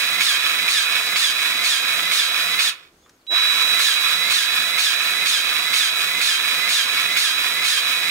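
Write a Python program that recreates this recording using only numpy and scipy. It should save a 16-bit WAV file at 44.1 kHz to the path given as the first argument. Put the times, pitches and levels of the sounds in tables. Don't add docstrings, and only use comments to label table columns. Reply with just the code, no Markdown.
import sys
import numpy as np
from scipy import signal
from scipy.fft import rfft, irfft, next_fast_len
from scipy.io import wavfile

SR = 44100
rng = np.random.default_rng(int(sys.argv[2]) if len(sys.argv) > 2 else 0)


def int16_out(signal):
    q = np.round(np.clip(np.atleast_2d(signal).T, -1, 1) * 32767)
    wavfile.write(sys.argv[1], SR, q.astype(np.int16))


N = 357210
TIME = np.arange(N) / SR

# (frequency [Hz], bandwidth [Hz], lift over the broad response [dB])
HOUSING_MODES = [(1330, 110, 3), (1650, 140, 1.5), (1740, 81, 4.5), (2124, 88, -4), (2238, 72, 10),
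                 (2497, 146, 11), (3323, 84, 6), (3470, 50, 3), (3460, 41, 2.5), (3660, 120, 0.5),
                 (5150, 300, 4.5), (7550, 84, -1)]
# (press [s], release [s], first piston push [s], extra length of first cycle [s])
TRIGGER_PULLS = [(-1, 2.693, .203, 0), (3.267, 9, 3.793, .028)]
FREE_SPEED_HZ = 188.2
START_DELAY_S = 0.033


def amp(db):
    return 10 ** (np.asarray(db) / 20)


def unit(x):
    return x / np.sqrt(np.mean(x ** 2) + 1e-20)


def bump(t, width):
    return np.exp(-(t / width) ** 2)


def curve(rows, hz, column=1):
    table = np.transpose(rows)
    return np.interp(np.log(hz + 1), np.log(table[0] + 1), table[column])


def wander(hz):
    spectrum = rfft(rng.standard_normal(N))
    return unit(irfft(spectrum / (1 + (np.fft.rfftfreq(N, 1 / SR) / hz) ** 4), N))


def resonances(modes, hz):
    return sum(peak / (1 + (2 * (hz - f) / width) ** 2) for f, width, peak in modes)


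def body(x, spectrum, modes=(), size=4096):
    hz = np.fft.rfftfreq(size, 1 / SR)
    db = curve(spectrum, hz) + resonances(modes, hz)
    log_gain = np.log(amp(np.r_[db, db[-2:0:-1]]))
    ring = np.fft.ifft(np.exp(np.conj(signal.hilbert(log_gain)))).real
    return signal.oaconvolve(x, ring[None] / np.linalg.norm(ring), axes=1)[:, :N]


def impacts(per_s, spread_db):
    sizes = rng.standard_normal((2, N)) * amp(spread_db * rng.standard_normal(N))
    return unit(sizes * (rng.random(N) < per_s / SR))


def throb(cycles, depth):
    return unit(np.exp(depth * np.cos(2 * np.pi * cycles)))


def cohere(reference, independent, coherence):
    return coherence * reference + np.sqrt(1 - coherence ** 2) * independent


def background(air_db=-60, rub_db=-61, coherent_below_hz=900):
    # (frequency [Hz], relative level [dB])
    air_spectrum = [(25, -22), (70, -10), (170, -9), (340, -2), (600, -7), (850, -10), (1150, -7),
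                    (2500, -13), (7000, -17.5), (10000, -21), (16000, -22.5)]
    # (frequency [Hz], relative level [dB])
    rub_spectrum = [(20, -8), (45, 2), (80, 1), (130, 0), (330, 2), (600, -6), (1500, -21), (4000, -13),
                    (6600, -16), (9000, -19), (16000, -32)]
    air = amp(air_db) * body(rng.standard_normal((2, N)), air_spectrum)
    shift = amp(rub_db + 1.5 * wander(14)) * bump(TIME - 2.98, 0.25)
    rub = shift * body(rng.standard_normal((2, N)), rub_spectrum)
    other, right = rfft(air + rub)
    coherence = 1 / (1 + (np.fft.rfftfreq(N, 1 / SR) / coherent_below_hz) ** 4)
    return irfft(np.array([cohere(right, other, coherence), right]), N)


def reflections(t60s):
    taps = rng.choice([-1., 1.], SR // 2) * (rng.random(SR // 2) < 3000 / SR)
    hz, t, bands = signal.stft(taps, SR, nperseg=256)
    tail = signal.istft(bands * amp(-60 * t / curve(t60s, hz)[:, None]), SR, nperseg=256)[1]
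    return np.r_[np.zeros(100), tail / np.linalg.norm(tail)]


def workshop(x, room_db=-10, bench_db=-13, bench_t60=0.02, coherent_below_hz=750, bass_hz=650):
    # (frequency [Hz], T60 [s])
    room_decay = [(200, 1), (1800, 0.33), (6000, 0.16), (14000, 0.19)]
    size = next_fast_len(N + SR)
    hz = np.fft.rfftfreq(size, 1 / SR)
    echoes = [amp(room_db) * reflections(room_decay) + amp(bench_db) * reflections([(1, bench_t60)])
              for _ in range(2)]
    other, right = rfft(echoes, size)
    left = cohere(right, other, 1 / (1 + (hz / coherent_below_hz) ** 4))
    highpass = hz / np.hypot(hz, bass_hz)
    return irfft((1 + highpass * np.array([left, right])) * rfft(x, size), size)[:, :N]


def microphones(faces):
    # (frequency [Hz], left minus right level [dB], coherence [0-1])
    pair = [(50, 0.5, .92), (130, -3.5, 0.98), (450, -1, 1), (740, 0, 0.94), (1260, -5, 0.64),
            (2160, -5, 0.33), (2650, -8.5, 0), (3370, -6, 0.6), (4350, -1, 0.99), (6070, -2.5, 0.34),
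            (9550, -5, 0.32), (11800, -3, 0.05), (14000, -8, .45)]
    # (frequency [Hz], phase [rad])
    left_lag = [(2100, 0), (2800, 2.6), (4000, 3.2), (5000, 4.8), (6500, 6.1), (16000, 6.1)]
    hz = np.fft.rfftfreq(N, 1 / SR)
    other, right = rfft(faces)
    left = cohere(right, other, curve(pair, hz, column=2))
    left *= amp(curve(pair, hz)) * np.exp(-1j * curve(left_lag, hz))
    return irfft(np.array([left, right]), N)


def squeaks():
    # (time [s], half-width [s], pitch [Hz], glide [Hz/s], level [dB])
    slips = [(3.033, 0.056, 6650, 5005, -64), (3.045, .018, 3420, 4, -61),
             (3.145, 0.029, 6600, -14000, -67), (3.21, 0.022, 4400, -16000, -67)]
    out = np.zeros(N)
    for at, width, hz, glide, db in slips:
        pitch = hz + glide * np.clip(TIME - at, -2 * width, 2 * width) + 160 * wander(300)
        out += amp(db) * bump(TIME - at, width) * np.sin(2 * np.pi * np.cumsum(pitch) / SR)
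    return out


def clicks():
    # (time [s], peak level [dB], band frequency [Hz], T60 [s])
    contacts = [(3.061, -45, 1300, 0.095), (3.094, -43, 6300, 0.04), (3.095, -45, 1620, 0.062),
                (3.267, -36, 3300, 0.04)]
    out, t = np.zeros(N), np.arange(4000) / SR
    for at, db, hz, t60 in contacts:
        band = signal.butter(1, [hz * 0.77, hz * 1.1], "band", fs=SR)
        tick = signal.lfilter(*band, rng.standard_normal(len(t))) * amp(-60 * t / t60)
        out[round(at * SR):][:len(t)] += amp(db) * tick / abs(tick).max()
    return out


def trigger(delay_s, rise_s, fall_s, coast_share=0, coast_s=0.23):
    out = np.zeros(N)
    for pressed, released, *_ in TRIGGER_PULLS:
        after = np.maximum(TIME - released, 0)
        braking = (1 - coast_share) * np.exp(-after / fall_s)
        coasting = coast_share * np.maximum(1 - after / coast_s, 0)
        out += np.clip((TIME - pressed - delay_s) / rise_s, 0, 1) * (braking + coasting)
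    return out


def since_push(cycle_s=0.4774):
    since = TIME + cycle_s - TRIGGER_PULLS[0][2]
    for _, released, first, extra in TRIGGER_PULLS:
        for at in [first, *np.arange(first + extra + cycle_s, released, cycle_s)]:
            since = np.where(TIME >= at, TIME - at, since)
    return since


def piston(push_s=0.176, skew=0.65, bite_s=0.0067):
    since = since_push()
    torque = abs(np.sin(np.pi * np.minimum(since / push_s, 1) ** skew))
    load = np.sqrt(torque) * np.minimum(since / bite_s, 1)
    return torque, load


def shaft_speed(torque, start_hz=150, inertia_s=0.209, stall_share=0.838):
    powered = sum((TIME > pressed + START_DELAY_S) & (TIME < released)
                  for pressed, released, *_ in TRIGGER_PULLS)
    target = FREE_SPEED_HZ * (powered - stall_share * torque)
    pole = np.exp(-1 / (inertia_s * SR))
    speed = signal.lfilter([1 - pole], [1, -pole], target, zi=[start_hz])[0]
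    return np.maximum(speed, 0) * (1 + 0.00298 * wander(11.9))


def run_up(db, length_s):
    strain = sum((TIME > pressed) * bump(TIME - pressed, length_s) for pressed, *_ in TRIGGER_PULLS)
    return amp(db * strain)


def hose_recoil(delay_s=0.25, hz=78, width_s=0.032, db=-57):
    return amp(db) * bump(since_push() - delay_s, width_s) * np.sin(2 * np.pi * (hz * TIME + rng.random()))


def jolt(at_s=3.327, width_s=0.021, db=-34):
    # (frequency [Hz], relative level [dB])
    spectrum = [(100, -26), (240, -8), (340, 4), (520, 1), (750, 8), (1300, -13), (3000, -34)]
    return amp(db) * body(bump(TIME - at_s, width_s) * rng.standard_normal((2, N)), spectrum)


def motor_shake(turns, speed, load, hum_db=-48, shake_db=-42.5, load_db=-4):
    # (frequency [Hz], relative level [dB])
    spectrum = [(30, -22), (80, -15), (120, -15), (160, -5), (205, -6), (255, 1), (300, -1), (380, 1),
                (520, 2), (630, -1), (700, 4), (850, -2), (1300, -10), (4000, -40)]
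    pace = speed / speed.max()
    hum = amp(hum_db) * pace ** 8 * (1 + 0.4 * wander(25)) * np.sin(2 * np.pi * turns)
    shake = amp(shake_db) * pace * body(impacts(per_s=3500, spread_db=1), spectrum)
    return (hum + shake) * amp(load_db * load)


def brush_hiss(turns, speed, load, return_stroke, db=-28):
    # (frequency [Hz], relative level [dB])
    spectrum = [(1000, -23.5), (4000, 0.5), (7000, 3), (10000, 2), (13000, 0.5), (15600, 1.5)]
    work = speed / FREE_SPEED_HZ * amp(3 * np.sqrt(load) + 2.5 * return_stroke)
    sparks = impacts(per_s=22000, spread_db=3.4) * throb(turns, depth=0.058) * amp(0.38 * wander(45))
    return amp(db) * work * run_up(db=3.5, length_s=0.76) * body(sparks, spectrum)


def controller_whine(load, switching_hz=3908.6, load_db=-3):
    # (time [s], left level [dB], right level [dB])
    levels = [(0, -41, -24), (2.65, -32.5, -24), (3.35, -23, -15.5), (3.8, -32, -17), (4.2, -46, -20.5),
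              (6, -43, -23.5), (8.1, -38, -23)]
    # (multiple of the switching frequency, relative level [dB])
    harmonics = [(1, -0.5), (2, -33), (3, -34.5), (4, -38)]
    times, left_db, right_db = np.transpose(levels)
    current = trigger(delay_s=0, rise_s=0.063, fall_s=0.014) * amp(load_db * load)
    channels = []
    for db, lead_rad in ((left_db, 1.6), (right_db, 0)):
        phase = 2 * np.pi * switching_hz * TIME + lead_rad + 0.15 * wander(25.1)
        tone = sum(amp(part_db) * np.sin(round(k) * phase) for k, part_db in harmonics)
        gain = amp(np.interp(TIME, times, db) + 1.1 * wander(18))
        channels.append(np.sqrt(2) * tone * current * gain)
    return np.array(channels)


def gear_tones(turns, speed, load, cutoff_hz=6200):
    # (multiple of the shaft speed, free-running level [dB], loaded level [dB])
    orders = [(12, -26.5, -60), (13, -60, -30), (26, -47, -27), (30, -47, -60), (39, -70, -34),
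              (52, -70, -36)]
    # (frequency [Hz], bandwidth [Hz], gain [dB])
    dips = [(2020, 240, -11), (4450, 600, -5)]
    free = (speed / speed.max()) ** 12 * np.clip(1 - load, 0, 1)
    twist = turns + 0.0036 * wander(110)
    out = np.zeros(N)
    for order, free_db, load_db in orders:
        hz = round(order) * speed
        radiation = amp(resonances(HOUSING_MODES, hz)) / np.sqrt(1 + (hz / cutoff_hz) ** 12)
        force = free * amp(free_db) + load ** 0.7 * amp(load_db + resonances(dips, hz))
        force *= 1 + 0.4 * wander(70)
        out += np.sqrt(2) * radiation * force * np.sin(2 * np.pi * round(order) * twist)
    return out


def gear_grind(turns, load, db=-19):
    # (frequency [Hz], relative level [dB])
    spectrum = [(500, -34), (1500, -4.5), (2800, 4.5), (4500, 5.5), (5600, -1.5), (7500, -3.5),
                (10300, -8.5), (11300, -25), (16000, -41.5)]
    # (frequency [Hz], bandwidth [Hz], lift [dB])
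    head_modes = [(3680, 120, 9.5), (4780, 200, -1.5), (6750, 160, 4), (8870, 440, 3), (9300, 150, 6),
                  (10400, 160, 8)]
    scrape = impacts(per_s=30000, spread_db=0.5) * throb(13 * turns, depth=0.35)
    return amp(db) * body(load * scrape, spectrum, head_modes)


def backlash(load, return_stroke, clash_s=0.018):
    since = since_push()
    clash_db = 4.5 * bump(since - 0.0065, clash_s) + 1.5 * bump(since - 0.142, clash_s)
    return amp(-1.5 * load + clash_db + 2.5 * return_stroke)


def knocks(random_per_s=2.7, decay_s=0.0027, gain_db=5):
    # (time [s], relative level [dB])
    timed_knocks = [(3.9483, -19), (5.6535, -7), (6.337, -11), (6.394, -24), (6.6757, -3)]
    blows, t = np.zeros((2, N)), np.arange(500) / SR
    random_knocks = [(at, -19 + rng.standard_normal()) for at in TIME[rng.random(N) < random_per_s / SR]]
    for at, db in timed_knocks + random_knocks:
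        scrape = rng.standard_normal((2, len(t))) * np.exp(-t / decay_s)
        scrape *= np.sqrt(2) / np.linalg.norm(scrape)
        span = blows[:, round(at * SR):][:, :len(t)]
        span += amp(db + gain_db) * scrape[:, :span.shape[1]]
    return blows


def gear_chatter(drive, slack, db=-30.5):
    # (frequency [Hz], relative level [dB])
    spectrum = [(1500, -36.5), (2150, -9), (2450, -0.5), (2620, 0.5), (3000, -37.5)]
    blows = (drive * slack) ** 2 * impacts(per_s=320, spread_db=0)
    return amp(db) * body(blows, spectrum, HOUSING_MODES)


def gear_rattle(turns, drive, slack, teeth_db=-21.5):
    # (frequency [Hz], relative level [dB])
    spectrum = [(100, -75), (600, -23.5), (720, -15.5), (860, -22.5), (1000, -7), (1250, -2.5), (2000, -1),
                (2800, -3), (3700, 1), (4400, -5), (5200, -11), (6500, -15.5), (10000, -22.5),
                (16000, -24.5)]
    teeth = impacts(per_s=9000, spread_db=1.1) * throb(turns, depth=0.18) * amp(0.8 * wander(30))
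    teeth *= amp(teeth_db) * slack * run_up(db=2.9, length_s=0.78)
    return body(drive * (teeth + knocks()), spectrum, HOUSING_MODES)


def gun(torque, load):
    drive = trigger(START_DELAY_S, rise_s=0.05, fall_s=0.014, coast_share=0.096)
    speed = shaft_speed(torque)
    turns = np.cumsum(speed) / SR
    return_stroke = bump(since_push() - 0.28, 0.064)
    slack = backlash(load, return_stroke)
    gears = gear_rattle(turns, drive, slack) + gear_chatter(drive, slack) + drive * gear_grind(turns, load)
    motor = brush_hiss(turns, speed, load, return_stroke) + motor_shake(turns, speed, load)
    tones = amp([[-5], [0]]) * gear_tones(turns, speed, load)
    return microphones(gears + drive * motor + jolt()) + drive * (tones + hose_recoil())


def scene():
    torque, load = piston()
    return workshop(gun(torque, load) + clicks() + squeaks()) + controller_whine(load) + background()


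def record(dry):
    cutoff_hz = 15800
    lowpass = signal.firwin(701, cutoff_hz, window=("kaiser", 9), fs=SR)
    return signal.oaconvolve(dry, lowpass[None], "same")


dry = scene()
out = record(dry)
int16_out(out)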